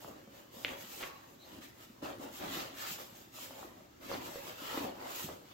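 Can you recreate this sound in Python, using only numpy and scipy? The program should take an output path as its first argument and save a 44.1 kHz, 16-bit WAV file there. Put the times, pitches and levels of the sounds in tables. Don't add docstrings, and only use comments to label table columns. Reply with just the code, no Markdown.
import sys
import numpy as np
from scipy import signal
from scipy.fft import rfft, irfft, next_fast_len
from scipy.io import wavfile
from scipy.ndimage import uniform_filter1d, map_coordinates

SR = 44100
rng = np.random.default_rng(int(sys.argv[2]) if len(sys.argv) > 2 else 0)


def materialize(psi):
    bounded = np.clip(np.atleast_2d(psi).T, -1, 1)
    quanta = np.round(bounded * 32767).astype(np.int16)
    wavfile.write(sys.argv[1], SR, quanta)


N = 243873

# frequency_hz, side_minus_mid_db
MIC_WIDTH = [(60, -9), (110, -22), (200, -11.5), (380, -2.5), (700, 3), (1290, 3), (2380, -1.5),
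             (4400, -0.5), (8120, -0.5), (15000, 0)]
# frequency_hz, left_minus_right_db
MIC_BALANCE = [(60, -2.5), (110, 4), (200, -2.5), (380, 2), (700, 1.5), (1290, 0.0), (2380, 0.0), (4400, 1),
               (8120, 2.5), (15000, -6)]
# delay_s, left_db, right_db
REFLECTIONS = [(.0014, -4.5, -14), (.0021, -21, -32), (.0036, -16, -7), (.0098, -19, -26),
               (.0185, -23, -46), (.0345, -12, -10), (.043, -9, -16)]
# frequency_hz, t60_s
ROOM_DECAY = [(150, 0.5), (1000, 0.81), (3000, 0.33), (12000, 0.22)]

# frequency_hz, level_db
AIR_SPECTRUM = [(15, -46), (25, 2), (96, 2.5), (324, 12), (461, -5), (572, -3), (691, -10), (1280, -21),
                (1550, -3.5), (2970, -12.5), (7220, -10), (8970, -36), (10300, -42), (12400, -34),
                (15800, -13)]
TABLE_SPECTRUM = [(15, -13), (27, -23), (42, -3.5), (70, 7.5), (120, 8.5), (170, 4), (300, -42)]
HEAVE_SPECTRUM = [(25, -19), (70, -22), (120, -9.5), (200, 0), (300, -2), (380, -0.5), (600, -33)]
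TAP_SPECTRUM = [(200, -35), (500, 0), (900, 1.5), (1300, 1), (1600, -14), (3500, -34), (8000, -35)]
DRAG_SPECTRUM = [(200, -18.5), (340, -2), (460, 0), (600, 3), (720, -1), (880, -1), (1250, -7.5),
                 (1500, -9), (3000, -36.5)]
FOLD_SPECTRUM = [(500, -17), (1000, -6), (1280, 0), (1520, -6), (1900, -1.5), (2300, -6), (2870, -2.5),
                 (4200, -8), (6000, -14.5), (10000, -35.5)]
WEAVE_SPECTRUM = [(1180, -20), (2000, -10), (2240, -3), (2480, -2.5), (3300, -1), (4550, -4.5), (4960, -3),
                  (5740, -5), (7010, -1), (7910, -4.5), (9160, -13), (11000, -9), (12500, -1.5),
                  (15000, -5), (15800, -5.5)]

# pitch_hz, width_hz, level_db
HOLLOW_MODES = [(271.4, 20, -1.5), (329, 67, -9.5), (494, 5.5, -2.5), (550.3, 21.6, 2), (629, 19, -10.5),
                (757, 64, -7), (1000, 24, -8), (1155, 27, -1)]
# pitch_hz, level_db, t60_s
BUCKLE_MODES = [(1108, 9.5, 0.09), (1130, -8, .13), (1760, -12, 0.12), (2550, -17, .15), (2750, -10, 0.17),
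                (4040, -6, .2)]

# start_s, length_s, level_db
LOAD_SHIFTS = [(.02, .11, -57), (0.63, 0.043, -48.5), (1.48, 0.086, -53), (2.02, .025, -46.5),
               (2.139, 0.088, -49), (2.28, .05, -55.5), (2.4, .05, -42.5), (2.514, 0.079, -45),
               (2.84, .07, -60), (3.296, 0.19, -57.5), (3.567, 0.092, -53), (3.995, 0.21, -46),
               (4.3, 0.2, -58), (4.72, 0.11, -46), (5.208, .05, -50.5)]
# start_s, length_s, level_db, start_hz, end_hz
WEBBING_SQUEAKS = [(1.372, 0.11, -59, 3980, 3870), (1.407, 0.076, -61, 4440, 4110),
                   (4.123, 0.027, -44.5, 5200, 3860)]
# start_s, level_db
BUCKLE_JIGGLES = [(1.03, -52), (1.059, -48), (1.1, -52), (1.156, -51), (1.24, -60)]
# start_s, level_db, pitch_hz
SOFT_BUMPS = [(.048, -44.5, 200), (.155, -45, 318), (0.275, -44.5, 210), (.567, -42.5, 241),
              (.838, -46.5, 221), (1.326, -50.5, 200), (1.527, -44, 293), (1.584, -42, 245),
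              (1.899, -44, 241), (2.024, -34, 290), (2.063, -41, 305), (2.195, -39.5, 278.4),
              (2.227, -43, 261), (2.459, -43, 267), (2.532, -43, 202), (2.566, -42, 300),
              (2.91, -42.5, 184), (3.124, -49, 205), (3.207, -50.5, 306), (3.646, -42, 340),
              (4.618, -39.5, 287), (4.773, -29.5, 279), (4.806, -35, 278), (4.841, -35.5, 220),
              (5.243, -35.5, 178)]
# start_s, level_db, bright_edge_db, pitch_hz
BOX_KNOCKS = [(.047, -43.5, 8.5, 594), (.276, -47, -2, 635), (0.717, -41, -2, 550), (2.026, -48, 8, 704),
              (2.57, -46, 9, 650), (2.989, -49, 8, 895), (3.388, -46, 5, 1030), (3.509, -44, 3, 746),
              (3.63, -43.5, 9, 920), (4.116, -30.5, 2.5, 610), (4.358, -29.5, -8, 530),
              (4.387, -40, -2, 540), (4.775, -28.5, 2, 550), (5.2903, -38.5, 4.5, 710),
              (5.301, -38.5, -1, 620)]
# start_s, level_db, pitch_hz
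FITTING_SNAPS = [(0.6479, -15.5, 2580), (1.0285, -29.5, 2520), (1.032, -37, 1990), (1.0365, -27.5, 2270),
                 (1.042, -36.5, 1300), (1.6216, -45, 1980)]
# start_s, length_s, swish_db, crumple_db, drag_db
HAND_STROKES = [(0.0, 0.0091, -56.5, -62.0, -64), (0.008, 0.08, -59, -62, -51),
                (0.11, 0.083, -74, -62.5, -59), (0.288, 0.11, -61.5, -60.5, -58.5),
                (0.508, 0.13, -53.5, -59, -55), (0.646, 0.081, -55.5, -51, -49.5),
                (0.757, 0.081, -51.5, -53.5, -61.5), (0.85, 0.15, -49.0, -53.5, -54.5),
                (0.999, 0.027, -49, -46, -45.5), (1.168, 0.15, -65.0, -76, -62.5),
                (1.389, 0.17, -61.5, -58, -60), (1.607, 0.027, -53.5, -54, -63),
                (1.771, 0.07, -59, -58.5, -73), (2.018, 0.041, -54.5, -47, -42.5),
                (2.181, 0.055, -55.5, -53, -48), (2.302, 0.086, -50, -55.0, -57.0),
                (2.385, 0.068, -53, -45.5, -44.5), (2.469, 0.12, -45.5, -40.5, -46.5),
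                (2.597, 0.042, -63, -52, -48.5), (2.7, 0.079, -58.0, -54.5, -61),
                (2.762, 0.09, -44, -43, -51.5), (2.849, 0.082, -44, -51, -56.5),
                (2.975, 0.034, -52.0, -55.5, -53.5), (3.07, 0.14, -58.5, -63, -62.5),
                (3.32, 0.12, -47.5, -54, -56), (3.45, 0.18, -55.5, -57, -53), (3.702, 0.097, -74, -75, -61),
                (3.997, 0.089, -56, -54, -53.5), (4.074, 0.067, -51.0, -43.5, -42),
                (4.202, 0.08, -50.5, -51.5, -50.5), (4.295, 0.095, -52.5, -51.5, -52.5),
                (4.401, 0.096, -51.5, -50, -50.0), (4.553, 0.16, -49, -45.5, -49.5),
                (4.665, 0.13, -48.0, -44, -41), (4.81, 0.041, -56.5, -52, -42.5),
                (4.937, 0.15, -57, -51.5, -45.5), (5.068, 0.149, -42.5, -49, -49.5),
                (5.273, 0.019, -71, -55, -48.5), (5.422, 0.115, -64.5, -59, -69)]

STROKE_SETTLE_DB_PER_S, STROKE_HELD_DB = (129, 106, 108), (-71, -68.5, -66)
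EASE_IN = 0.73
DRAG_TO_LOAD_DB = -12
TABLE_DB, TABLE_FOLLOWS = -69, 0.66
MIC_TOP_HZ = 15850


def amp(db):
    return 10 ** (np.asarray(db) / 20)


def unit_rms(x):
    return x / np.sqrt(np.mean(x ** 2) + 1e-20)


def along(points, hz):
    frequencies, values = np.transpose(points)
    return np.interp(np.log(hz + 1), np.log(frequencies + 1), values)


def wobble(rate):
    knots = rng.standard_normal(int(N * rate / SR) + 4)
    return map_coordinates(knots, [np.arange(N) * rate / SR])


def filtered(x, response):
    size = next_fast_len(N + SR // 2)
    return irfft(rfft(x, size) * response(np.fft.rfftfreq(size, 1 / SR)), size)[..., :N]


def add(track, start_s, sound):
    part = track[..., max(round(start_s * SR), 0):][..., :sound.shape[-1]]
    part += sound[..., :part.shape[-1]]


def spread(pair):
    def width(hz):
        side_gain = amp(along(MIC_WIDTH, hz))
        return np.array([np.ones_like(hz), side_gain]) / np.hypot(1, side_gain)
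    mid, side = filtered(pair, width)
    left_right = np.array([mid + side, mid - side])
    return filtered(left_right, lambda hz: amp(np.outer([.5, -.5], along(MIC_BALANCE, hz))))


def hollow(hz):
    return sum(amp(db) * 1j * hz * width / (pitch ** 2 - hz ** 2 + 1j * hz * width)
               for pitch, width, db in HOLLOW_MODES)


def coloured(pair, spectrum, ring=0):
    def response(hz):
        width_makeup = np.hypot(1, amp(along(MIC_WIDTH, hz)))
        return amp(along(spectrum, hz)) * (1 + ring * hollow(hz)) * width_makeup
    sound = spread(filtered(pair, response))
    return sound / np.std(sound.mean(axis=0))


def room_tone():
    hum = np.sin(2 * np.pi * 116 * np.arange(N) / SR + 0.69 * wobble(9.9))
    air = coloured(rng.standard_normal((2, N)), AIR_SPECTRUM)
    return amp(-66) * air + amp(-71) * hum


def in_room(x, early_db, tail_db):
    hz, t, noise = signal.stft(rng.standard_normal((2, SR // 2)), SR, nperseg=256)
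    decay = amp(-60 * t / along(ROOM_DECAY, hz)[:, None])
    onset = 1 - np.exp(-t / 0.0015)
    tail = signal.istft(noise * decay * onset, SR, nperseg=256)[1]
    response = spread(amp(tail_db) * tail / np.linalg.norm(tail[0]))[:, :SR // 2]
    response[:, 0] += 1
    for delay_s, left_db, right_db in REFLECTIONS:
        add(response, delay_s, amp(early_db + np.array([[left_db], [right_db]])))
    return signal.fftconvolve(x[None], response, axes=1)[:, :N]


def table_rumble(load):
    gain = amp(TABLE_DB) * (load / np.median(load)) ** TABLE_FOLLOWS
    return gain * coloured(rng.standard_normal((2, N)), TABLE_SPECTRUM)


def slips(per_s, spread_db, smooth_db):
    happens = rng.random((2, N)) < per_s / SR
    sizes = amp(spread_db * np.clip(rng.standard_normal((2, N)), -2, 2))
    grains = happens * sizes * np.sign(rng.standard_normal((2, N)))
    return unit_rms(grains) + amp(smooth_db) * rng.standard_normal((2, N))


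def heave(load):
    flutter = slips(per_s=130, spread_db=1, smooth_db=-4)
    return load * amp(-4) * coloured(flutter, HEAVE_SPECTRUM, ring=1.73)


def squeaks():
    track = np.zeros(N)
    for start_s, length_s, db, start_hz, end_hz in WEBBING_SQUEAKS:
        n = round(length_s * SR)
        hz = np.linspace(start_hz, end_hz, n) * (1 + 0.031 * wobble(432)[:n])
        add(track, start_s, amp(db) * np.hanning(n) * np.sin(2 * np.pi * np.cumsum(hz) / SR))
    return track


def buckle():
    track, t = np.zeros(N), np.arange(SR // 3) / SR
    for start_s, db in BUCKLE_JIGGLES:
        for hz, mode_db, t60_s in BUCKLE_MODES:
            struck_db = db - 7 + mode_db + 2 * rng.standard_normal()
            add(track, start_s, amp(struck_db - 60 * t / t60_s) * np.sin(2 * np.pi * hz * t))
    return track


def bumps():
    track, t = np.zeros(N), np.arange(SR // 5) / SR
    envelope = (1 - np.exp(-t / 0.0026)) ** 2 * amp(-60 * t / 0.035)
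    for start_s, db, hz in SOFT_BUMPS:
        push = envelope * np.sin(2 * np.pi * hz * t)
        add(track, start_s, amp(db - 2.5) * push / np.abs(push).max())
    return track


def knocks():
    ring, taps, t = np.zeros(N), np.zeros(N), np.arange(SR // 4) / SR
    mode_hz, width_hz, mode_db = np.transpose(HOLLOW_MODES)[:, :, None]
    modes = np.sin(2 * np.pi * mode_hz * t) * np.exp(-np.pi * width_hz * t)
    for start_s, db, edge_db, pitch_hz in BOX_KNOCKS:
        octaves_away = np.log2(mode_hz / pitch_hz)
        strength = amp(mode_db + 2 * rng.standard_normal(mode_db.shape) - 20 * octaves_away ** 2)
        tone = (strength * modes).sum(axis=0)
        add(ring, start_s, amp(db - 4) * tone / np.abs(tone).max())
        taps[round(start_s * SR)] = amp(db + edge_db + 25)
    return ring + filtered(taps, lambda hz: amp(along(TAP_SPECTRUM, hz)))


def snaps():
    track, t = np.zeros(N), np.arange(SR // 20) / SR
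    thud = amp(-16.5 - 60 * t / 0.016) * np.sin(2 * np.pi * 520 * t)
    for start_s, db, hz in FITTING_SNAPS:
        crack = np.sin(2 * np.pi * hz * t) * t ** 2 * np.exp(-t / 0.00013)
        add(track, start_s, amp(db + 0.5) * (crack / np.abs(crack).max() + thud))
    return track


def gestures(starts_s, lengths_s, levels_db, settle_db_per_s, held_db):
    t, power = np.arange(N) / SR, np.full(N, amp(held_db) ** 2)
    for start_s, length_s, db in zip(starts_s, lengths_s, levels_db):
        speed = np.sin(np.pi / 2 * np.clip((t - start_s) / length_s, 0, 1)) ** EASE_IN
        settled_db = settle_db_per_s * np.maximum(t - start_s - length_s, 0)
        power += (speed * amp(db - settled_db)) ** 2
    return np.sqrt(power)


def handling():
    starts_s, lengths_s, *levels_db = np.transpose(HAND_STROKES)
    layers = zip(levels_db, STROKE_SETTLE_DB_PER_S, STROKE_HELD_DB)
    swish, crumple, drag = [gestures(starts_s, lengths_s, *layer) for layer in layers]
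    shifts = gestures(*np.transpose(LOAD_SHIFTS), settle_db_per_s=93, held_db=-63)
    load = np.hypot(shifts, amp(DRAG_TO_LOAD_DB) * drag)
    return swish, crumple, drag, load


def folding(pair, depth_db):
    spectra = signal.stft(pair, nperseg=1024)[2]
    patches = uniform_filter1d(rng.standard_normal(spectra.shape[1:]), size=4, axis=0)
    patches = uniform_filter1d(patches, size=7, axis=1)
    return signal.istft(spectra * amp(depth_db * unit_rms(patches)), nperseg=1024)[1][:, :N]


def rustle(swish_gain, crumple_gain, drag_gain):
    grip = wobble(50)
    threads = folding(slips(per_s=4000, spread_db=2, smooth_db=2), depth_db=2.5)
    folds = folding(slips(per_s=700, spread_db=4, smooth_db=2), depth_db=3.5)
    rubbing = folding(slips(per_s=700, spread_db=3, smooth_db=2), depth_db=2.5)
    swish = swish_gain * amp(-1.5 + 0.5 * grip + 1.1 * wobble(45)) * coloured(threads, WEAVE_SPECTRUM)
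    crumple = crumple_gain * amp(-4.5 + 0.21 * grip + 0.6 * wobble(40)) * coloured(folds, FOLD_SPECTRUM)
    drag = drag_gain * amp(-3.5 + 0.76 * grip) * coloured(rubbing, DRAG_SPECTRUM, ring=0.7)
    return swish + crumple + drag


def scene():
    swish, crumple, drag, load = handling()
    contacts = in_room(bumps() + knocks() + buckle() + squeaks(), early_db=-11.5, tail_db=-8.5)
    cracks = in_room(snaps(), early_db=-4, tail_db=-4.5)
    cloth = rustle(swish, crumple, drag) + heave(load)
    return cloth + table_rumble(load) + contacts + cracks + room_tone()


def record(dry):
    return filtered(dry, lambda hz: hz < MIC_TOP_HZ)


dry = scene()
out = record(dry)
materialize(out)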